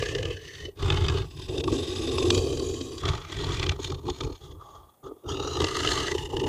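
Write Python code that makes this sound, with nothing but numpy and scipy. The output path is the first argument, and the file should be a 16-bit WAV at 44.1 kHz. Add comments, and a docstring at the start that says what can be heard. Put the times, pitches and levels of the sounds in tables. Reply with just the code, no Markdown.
"""A big carnivore growls and snarls close to the microphone, breath after breath, over faint air hiss.
Each breath is noise chopped by loose folds that flutter unevenly and flap, hard or soft.
It rings chest, throat, mouth and the long tract above, whose shape changes from phrase to phrase.
The hiss is steady coloured noise; the recorder limits the band of it all."""
import sys
import numpy as np
from scipy import signal
from scipy.fft import rfft, irfft
from scipy.io import wavfile
from scipy.ndimage import uniform_filter1d

SR = 44100
rng = np.random.default_rng(int(sys.argv[2]) if len(sys.argv) > 2 else 0)


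def persist_wave(psi):
    """Save psi, clipped to +-1, as 16-bit WAV."""
    counts = np.round(np.clip(psi, -1, 1) * 32767).astype(np.int16)
    wavfile.write(sys.argv[1], SR, np.atleast_2d(counts).T)


N = 285768

# Flaps of the folds at set times, hard and soft, levels before the drive offsets of flap_gates:
# (time [s], rasp level [dB], mouth level [dB], throat level [dB])
SET_FLAPS = [(0.0224, -18.5, -32, -24), (0.0565, -18, -36, -33), (0.0857, -19.5, -53, -48),
             (0.1487, -15, -50, -31), (0.1815, -20, -56, -44), (0.2265, -18, -64, -30),
             (0.2513, -20, -55, -32), (0.822, -26, -44, -27), (0.8998, -12, -28.5, -32),
             (0.9193, -19, -35, -25), (0.9687, -18.5, -27.5, -38), (1.0465, -24, -53, -30),
             (1.0817, -14, -50, -41), (1.0954, -16.5, -36.5, -29), (1.1422, -30, -34, -29),
             (1.3915, -29, -51, -35.5), (1.5775, -20.5, -43, -29), (1.6373, -19, -32, -43),
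             (1.675, -21.5, -28, -27), (2.115, -18.5, -41, -38), (2.1801, -14.5, -26.5, -16),
             (2.224, -19.5, -34, -22), (2.3027, -2.5, -22, -40), (2.3266, -27, -33, -38),
             (2.3454, -14, -38, -28), (2.3746, -16.5, -38, -17), (2.5935, -23, -60, -27.5),
             (3.052, -18.5, -50, -31), (3.0854, -15, -30, -28), (3.1315, -27, -27.5, -37),
             (3.517, -23.5, -39, -43), (3.5944, -15, -43, -33.5), (3.6274, -14, -34.5, -26.5),
             (3.6628, -17.5, -39, -29), (3.6915, -10.5, -31.5, -29), (3.7868, -39, -39, -31.5),
             (3.8434, -17.5, -46, -44), (3.8975, -26, -49, -27), (3.9404, -33.5, -53, -54),
             (4.0794, -32.5, -29, -26), (4.096, -21, -37.5, -33), (4.2038, -21, -29, -30),
             (4.2305, -31, -44, -43), (4.318, -39, -52, -39.5), (4.5076, -41.5, -53, -48),
             (5.285, -28, -30.5, -47), (5.3936, -36, -44, -31), (5.602, -11, -23, -20.5),
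             (5.6408, -10, -17, -31), (5.8458, -16.5, -28, -26.5), (5.8718, -12.5, -37, -39),
             (6.078, -18.5, -26.5, -38), (6.1125, -16.5, -44, -27), (6.146, -21, -35, -23.5),
             (6.2944, -39, -40, -35), (6.3285, -33, -34, -34.5), (6.365, -18.5, -40, -22),
             (6.3964, -19.5, -39, -33), (6.4358, -23.5, -32, -16), (6.4646, -22.5, -34, -21)]
# How the folds and the upper tract behave in each phrase: (end time [s], random flutter depth [0-1],
# broad rasp offset [dB], brightness [dB per octave, far above 4 kHz], closure before a flap [0-1])
PHRASES = [(0.358, 0.1, -4, -1, 0.6), (0.748, 0.2, -5.5, -1, 0), (1.251, 0.41, -5, -0.7, 0),
           (2.303, 0, -5.5, -0.5, 0.5), (3, 0.06, -3.5, 4.5, 0.35), (3.769, 0.4, -2, -3.1, 0.04),
           (4.4, 0.46, -3, 1.5, 0.13), (5.221, 0.05, -1.5, 1, 0), (5.603, 0.39, -9, 3, 0),
           (6.134, 0.38, -2, 0.2, 0), (6.6, 0.08, -5.5, 7, 0.77)]


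def gain_of(db):
    """Decibels to amplitude."""
    return 10 ** (np.asarray(db) / 20)


def evened(x):
    """Scales to rms 1."""
    return x / np.sqrt(np.mean(abs(x) ** 2) + 1e-20)


def curve(points, hz):
    """Amplitude of a dB spectrum at hz, joined on a log frequency axis."""
    point_hz, point_db = np.transpose(points)
    return gain_of(np.interp(np.log(hz + 1), np.log(point_hz + 1), point_db))


def modes(rows, hz, spread=1.224):
    """Response of fixed resonances, each applied twice with alternating sign for dark valleys."""
    response = 0
    for k, (centre_hz, width_hz, db) in enumerate(rows):
        response = response + (-1) ** k * gain_of(db) / (1 + 2j * (hz - centre_hz) / (spread * width_hz)) ** 2
    return response


def colour(x, response):
    """Filters x so that unit noise stays unit noise."""
    return irfft(rfft(x) * evened(response), len(x))


def glide(x, hz, width_hz):
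    """A resonance of peak gain 1 that follows the curve hz, applied twice."""
    turn = np.exp(2j * np.pi * np.cumsum(hz) / SR)
    r = np.exp(-np.pi * width_hz / SR)
    # shift the band down to 0 Hz, smooth it with two equal poles, shift it back
    smooth = signal.lfilter([(1 - r) ** 2], np.convolve([1, -r], [1, -r]), x / turn)
    return 2 * (turn * smooth).real


def drift(length, count):
    """Slow random curve through unit-variance knots every count samples, smoothed."""
    knots = rng.standard_normal(length // count + 2)
    joined = np.interp(np.arange(length) / count, np.arange(len(knots)), knots)
    return uniform_filter1d(joined, count // 2)


def phrase_now():
    """Number of the phrase at each sample."""
    return np.searchsorted(np.array(PHRASES)[:-1, 0], np.arange(N) / SR)


def by_phrase(column):
    """One 0-1 column of the phrase table as a step curve."""
    return np.clip(np.array(PHRASES)[phrase_now(), column], 0, 1)


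def levels():
    """Drive of chest, throat, mouth and rasp in dB at each sample, from voice, rasp and placing of each stretch."""
    # One curve a stretch of growl, a long breath having two: (time [s], voice level [dB], breath rasp level [dB])
    stretches = [
        [(0.0, -36.5, -33.5), (0.25, -32.5, -44.5), (0.334, -38, -43.5), (0.4, -53, -53.5)],
        [(0.42, -46, -46), (0.58, -45.5, -43.5), (0.66, -34.5, -45.5), (0.746, -69, -79), (0.75, -57, -75)],
        [(0.77, -45.5, -55), (0.81, -31, -41.5), (0.896, -26.5, -38), (1.202, -28.5, -40.5),
         (1.282, -47.5, -55.5), (1.32, -51, -54)],
        [(1.34, -42, -54), (1.388, -38, -46), (1.47, -42.5, -45.5)],
        [(1.49, -29, -46.5), (1.606, -24.5, -37.5), (1.62, -29.5, -55), (1.732, -20, -35), (1.842, -31, -38),
         (2.384, -18.5, -35), (2.398, -23, -39.5), (2.928, -35, -47.5), (3.0, -38, -46.5)],
        [(3.02, -30, -45.5), (3.092, -24, -34), (3.106, -28.5, -41), (3.26, -46.5, -51.5)],
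        [(3.28, -42.5, -48.5), (3.32, -37.5, -43), (3.502, -23.5, -38.5), (3.548, -33.5, -38.5),
         (3.686, -26.5, -42), (3.77, -38, -53)],
        [(3.79, -35.5, -51), (3.856, -36.5, -36.5), (3.908, -26.5, -47), (4.02, -42.5, -63.5)],
        [(4.04, -32.5, -56), (4.104, -29.5, -45), (4.146, -47, -52), (4.238, -29, -45.5), (4.314, -35, -58),
         (4.39, -67.5, -60.5)],
        [(4.41, -47, -65), (4.446, -42.5, -53.5), (4.56, -43, -73)],
        [(4.58, -46, -78), (4.614, -54.5, -65.5), (4.784, -50.5, -65), (4.828, -57, -72), (5.024, -81.5, -90),
         (5.028, -46.5, -79)],
        [(5.04, -40.5, -62.5), (5.078, -41, -60.5), (5.106, -43, -76), (5.176, -64, -80), (5.226, -62, -74)],
        [(5.24, -38.5, -74), (5.298, -31.5, -34.5), (5.37, -31.5, -43), (5.538, -34, -37), (5.62, -24, -35),
         (5.69, -36, -37.5), (5.904, -29, -31), (6.26, -37, -42)],
        [(6.28, -37, -52), (6.314, -27, -44), (6.48, -22.5, -41)],
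    ]
    # Where each stretch resounds, relative to its voice: (chest [dB], throat [dB], mouth [dB])
    placing = [(-1, 0, -17), (-2.5, -4.5, -21), (1.5, -6.5, -12.5), (0, -8, -18.5), (-9, -3.5, -20),
               (0.5, -8, -8), (-0.5, -7, -11), (-3, -9, -14), (-2, -4.5, -12), (-0.5, -8, -10),
               (-2.5, -10, 1.5), (-11.5, 0, -3), (-4, -1.5, -8), (-8.5, -5, -11.5)]
    mouth_follows_rasp = 0.42  # share of the rasp's rise and fall that the mouth takes over from the voice
    rasp_under_voice_db = 10.5  # usual distance of the two levels
    t = np.arange(N) / SR
    s, voice_db, rasp_db = np.vstack(stretches).T
    voice_db, rasp_db = np.interp(t, s, voice_db), np.interp(t, s, rasp_db)
    stretch = np.searchsorted([rows[0][0] for rows in stretches[1:]], t)
    placed_db = uniform_filter1d(np.array(placing, float)[stretch].T, size=1500)
    chest_db, throat_db, mouth_db = voice_db + placed_db
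    mouth_db = mouth_db + mouth_follows_rasp * (rasp_db - voice_db + rasp_under_voice_db)
    return chest_db, throat_db, mouth_db, rasp_db


def flutter(depth, rate=36, jitter=0.49, size_db=4, open_s=0.014):
    """Uneven opening of the folds: rounded puffs at a wandering rate, local power kept at 1."""
    wander = evened(uniform_filter1d(rng.standard_normal(N), 900))
    cycles = np.floor(np.cumsum(rate * np.exp(jitter * wander)) / SR)
    opens = np.diff(cycles, prepend=0) * gain_of(size_db * rng.standard_normal(N))
    puffs = evened(signal.oaconvolve(opens, np.hanning(round(open_s * SR)))[:N])
    gate = 1 - depth + depth * abs(puffs)
    return gate / np.sqrt(uniform_filter1d(gate ** 2, size=6000))


def chance_flaps(*cavities_db):
    """Flaps at chance moments between the set ones, levels against the breath around them: rows like SET_FLAPS."""
    slots_per_s, spread_db = 18, 3  # one chance flap a slot; random spread of its levels
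    recover_s = 0.02  # the folds need this long between a set flap and a chance one
    # Mean level over the breath: (rasp [dB], mouth [dB], throat [dB])
    over_breath_db = (14, 3, 1)
    when, *sizes = rng.standard_normal((round(slots_per_s * N / SR), 4)).T
    # 0.99 keeps the last one inside the scene
    s = (np.arange(len(when)) + 0.5 + np.tanh(when) / 2) / slots_per_s * 0.99
    at = (s * SR).astype(int)
    free = abs(s[:, None] - np.array(SET_FLAPS)[:, 0]).min(1) > recover_s
    columns = [s]
    for db, over_db, size in zip(cavities_db, over_breath_db, sizes):
        columns.append(db[at] + over_db + spread_db * size)
    return np.transpose(columns)[free]


def flap_gates(flaps, shut_ms=9):
    """Envelopes of the flaps for rasp, mouth and throat, and of the folds' closure before each."""
    usual_ms, halving_db = 9.9, 19  # length of a flap of -25 dB rasp; one this much harder lasts half as long
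    # Mean drive during a flap against the level it rings up, one row each: rasp, mouth, throat (offset [dB])
    drive_db = [
        [-9.5],
        [2],
        [2],
    ]
    gates, shut, t = np.zeros((3, N)), np.zeros(N), np.arange(1500) / SR
    closing = np.hanning(round(shut_ms * SR / 500))  # shut_ms to close, as long to part again
    for s, *levels_db in flaps:
        ms = np.clip(usual_ms * 2 ** (-(levels_db[0] + 25) / halving_db), 3, 20)
        u = t / (ms / 1000)
        at = round(s * SR)
        part = gates[:, at:][:, :len(t)]
        # bursts open, holds, and is cut off as the folds meet
        burst = np.minimum(2.5 * u, 1) * np.exp(-u ** 3)
        part += (gain_of(levels_db)[:, None] * burst)[:, :part.shape[1]]
        before = shut[:at][-len(closing):]
        before += closing[len(closing) - len(before):]
    return gates * gain_of(drive_db), np.minimum(shut, 1)


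def throat(drive):
    """The first resonance with a weaker one under it; the band below is swallowed."""
    # Middle of the first resonance, one a phrase: (frequency [Hz])
    first_hz = [423, 396, 379, 359, 368, 362, 371, 391, 394, 387, 378]
    steps_hz = np.array(first_hz)[phrase_now()] * 1.0
    hz = uniform_filter1d(steps_hz, size=3000) + 18 * drift(N, count=3000)
    ring = glide(drive, hz, 147.7) + gain_of(-9.0) * glide(drive, hz * 0.804, 55)
    return gain_of(22.5) * signal.sosfilt(signal.butter(2, 235, "high", fs=SR, output="sos"), ring)


def cavity(drive, rows, lips=1, front_hz=0, wander_hz=35, swell_db=2.5, grain_db=3.0, spread=1.05, loss=0.032):
    """Resonances that slide, swell and sputter each on its own as tongue and lips move; unit noise stays unit."""
    out, power = np.zeros(len(drive)), 1e-12
    for k, (hz, width_hz, db) in enumerate(rows):
        # the lips move only the resonance nearest front_hz
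        front = lips if k == np.argmin([abs(row[0] - front_hz) for row in rows]) else 1
        track = hz * front + wander_hz * drift(len(drive), count=3000)
        band_hz = spread * width_hz + loss * hz  # walls damp the high resonances more
        swell = gain_of(db + swell_db * drift(len(drive), count=2500))
        sputter = gain_of(grain_db * drift(len(drive), count=350))
        out += (-1) ** k * swell * glide(drive * sputter, track, band_hz)
        power += gain_of(2 * db) * band_hz * np.pi / SR
    return out / np.sqrt(power)


def tract(mouth_drive, rasp_drive, hz):
    """Each phrase passes its own mouth and upper resonances over a broad rasp."""
    # One tract shape a phrase, widths before wall loss: (frequency [Hz], width [Hz], relative level [dB])
    shapes = [
        [(1114, 190, -14), (1804, 125, 6.5), (2610, 190, 3), (3010, 250, -0.5), (3600, 25, -21),
         (4500, 58, -10), (6600, 160, -9), (2000, 340, -2.5)],
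        [(1694, 150, 1), (2630, 62, -5.5), (3013, 57, 0), (4000, 140, -6.5), (4500, 230, -16.5),
         (5300, 52, -12), (6100, 350, -17), (1040, 260, -15), (2010, 330, -7)],
        [(837, 45, 12.5), (1223, 300, 13.5), (1675, 33, -3.5), (2180, 83, -0.5), (2530, 100, -2),
         (3000, 200, 3.5), (3580, 230, 1), (4270, 170, 0.5), (4810, 59, -8), (7460, 62, -11)],
        [(1087, 81, 10.5), (2610, 420, 4), (3624, 110, 18.5), (3670, 89, -12.5), (5000, 94, 12),
         (5000, 110, -6), (5980, 50, -28), (6540, 57, 7), (6500, 230, 7.5), (7760, 220, 0.5), (10050, 640, -3),
         (881, 40, 3.5)],
        [(1076, 120, -1), (2496, 180, -4), (3180, 35, 5), (3850, 150, -2), (4620, 29, 5), (5980, 40, -6),
         (6800, 290, -1), (7600, 52, -7.5), (9760, 240, -11)],
        [(853, 79, 5), (1205, 230, 9.5), (1930, 210, -1.5), (2384, 170, 4.5), (3380, 340, 1.5), (4120, 180, 3),
         (6450, 890, -3.5), (6420, 710, -2)],
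        [(849, 85, 8), (1200, 200, 3.5), (2390, 240, -6), (3520, 230, 4.5), (4280, 180, -5), (5100, 200, -6),
         (6640, 520, -8)],
        [(832, 78, -3), (1201, 118, 2.5), (3390, 200, -10.5), (3870, 240, -14.5), (6600, 740, -22)],
        [(810, 260, -6.5), (1243, 150, 1), (1760, 110, -20), (2880, 160, -1.5), (3630, 230, -2),
         (4370, 120, -14), (4880, 160, -12.5), (5800, 190, -8.5), (6680, 190, -12)],
        [(890, 79, -11), (1217, 125, -3.5), (1716, 110, -4), (2000, 71, 1), (2876, 370, -4), (4200, 280, -1),
         (6340, 310, -11.5), (7280, 72, -8), (9200, 37, -27)],
        [(850, 120, 3), (1830, 330, -6), (2886, 120, 4), (3630, 99, -9), (5700, 100, -34), (7130, 76, -16),
         (1240, 170, -19)],
    ]
    # Broad rasp under the resonances, before tilt and scaling: (frequency [Hz], relative density [dB per Hz])
    between = [(820, -47.5), (1400, -11), (1990, -10.5), (2380, -19.5), (2910, -7.5), (3380, -6.5),
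               (4050, -11), (6420, -13), (15300, -41)]
    # Lips and jaw move the front cavity: (time [s], factor on its frequency, frequency near which it rests [Hz])
    lip_moves = [(0, 0.97, 1750), (.35, 0.96, 1750), (.5, 1.08, 1750), (.72, 1.1, 1750), (.76, 1.0, 3650),
                 (5.27, 1.0, 3650), (5.29, 0.87, 3650), (5.36, 1.03, 3650), (5.55, 1.1, 3650),
                 (5.64, 1.0, 3650)]
    mouth_top_hz = 1450  # resonances below belong to the mouth, the others to the rasp
    tube_echo = 0.17  # share reflected at the end of the windpipe
    out, t, start = np.zeros(N), np.arange(N) / SR, -1
    s, factor, rest_hz = np.transpose(lip_moves)
    lips = np.interp(t, s, factor)
    for shape, (end, _, broad_db, bright_db, _) in zip(shapes, PHRASES):
        turn = uniform_filter1d(((t >= start) & (t < end)) * 1.0, size=2400)
        span = slice(max(round(start * SR) - 1200, 0), round(end * SR) + 3000)
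        low = [row for row in shape if row[0] < mouth_top_hz]
        high = [row for row in shape if row[0] >= mouth_top_hz]
        front_hz = np.interp(end - 0.1, s, rest_hz)
        out[span] += cavity((turn * mouth_drive)[span], low)
        out[span] += cavity((turn * rasp_drive)[span], high, lips[span], front_hz)
        tilt = gain_of(bright_db * np.log2(hz / 4000 + 1))
        spacing_hz = rng.uniform(381.8, 427.8)  # minor resonances of the windpipe
        pipe = 1 / (1 - tube_echo * np.exp(-2j * np.pi * hz / spacing_hz))
        out += gain_of(broad_db - 1.0) * colour(turn * rasp_drive, curve(between, hz) * tilt * pipe)
        start = end
    return out + gain_of(-8.5) * colour(mouth_drive, modes([(647, 370, 0)], hz))


def growl():
    """One turbulent, fluttering breath drives chest, throat, mouth and upper tract; flaps burst through it."""
    # Chest resonances, widths before spreading: (frequency [Hz], width [Hz], relative level [dB])
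    chest_modes = [(29.8, 27, -17), (49.3, 40, -4.5), (86, 26, 2), (137.1, 46.7, -4.5)]
    chest_db, throat_db, mouth_db, rasp_db = levels()
    hz, noise = np.fft.rfftfreq(N, 1 / SR), rng.standard_normal(N)
    gate = flutter(by_phrase(column=1))
    flaps = [*SET_FLAPS, *chance_flaps(rasp_db, mouth_db, throat_db)]
    (rasp_flaps, mouth_flaps, throat_flaps), shut = flap_gates(flaps)
    passing = gate * (1 - by_phrase(column=4) * shut)
    # the deep cavities feel less flutter
    chest = colour(noise * gate ** 0.86 * gain_of(chest_db), modes(chest_modes, hz))
    throat_drive = noise * np.hypot(gate ** 0.1 * gain_of(throat_db), throat_flaps)
    mouth_drive = noise * np.hypot(passing * gain_of(mouth_db), mouth_flaps)
    slap = colour(rng.standard_normal(N), modes([(3620, 6200, 0)], hz))  # flaps are duller than breath
    rasp_drive = noise * passing * gain_of(rasp_db) + 0.54 * slap * rasp_flaps
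    return chest + throat(throat_drive) + tract(mouth_drive, rasp_drive, hz)


def air():
    """Faint steady hiss of the open ground and the microphone: coloured noise."""
    # Spectrum of the hiss before scaling: (frequency [Hz], relative density [dB per Hz])
    hiss = [(26, -34), (45, -6), (119, -2.5), (782, 0.5), (1100, -14.5), (4990, -25), (9650, -14.5),
            (10900, -15.5), (15300, -13)]
    level_db = -64  # rms, re full scale
    return gain_of(level_db) * colour(rng.standard_normal(N), curve(hiss, np.fft.rfftfreq(N, 1 / SR)))


def scene():
    """The close growl over the air, on one channel."""
    return (growl() + air())[None]


def record(dry):
    """The band limit of the recorder: a steep low-pass."""
    edge_hz = 15500
    taps = signal.firwin(2047, edge_hz / (SR / 2), window=("kaiser", 9))
    return signal.oaconvolve(dry, taps[None], "same")


dry = scene()
out = record(dry)
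persist_wave(out)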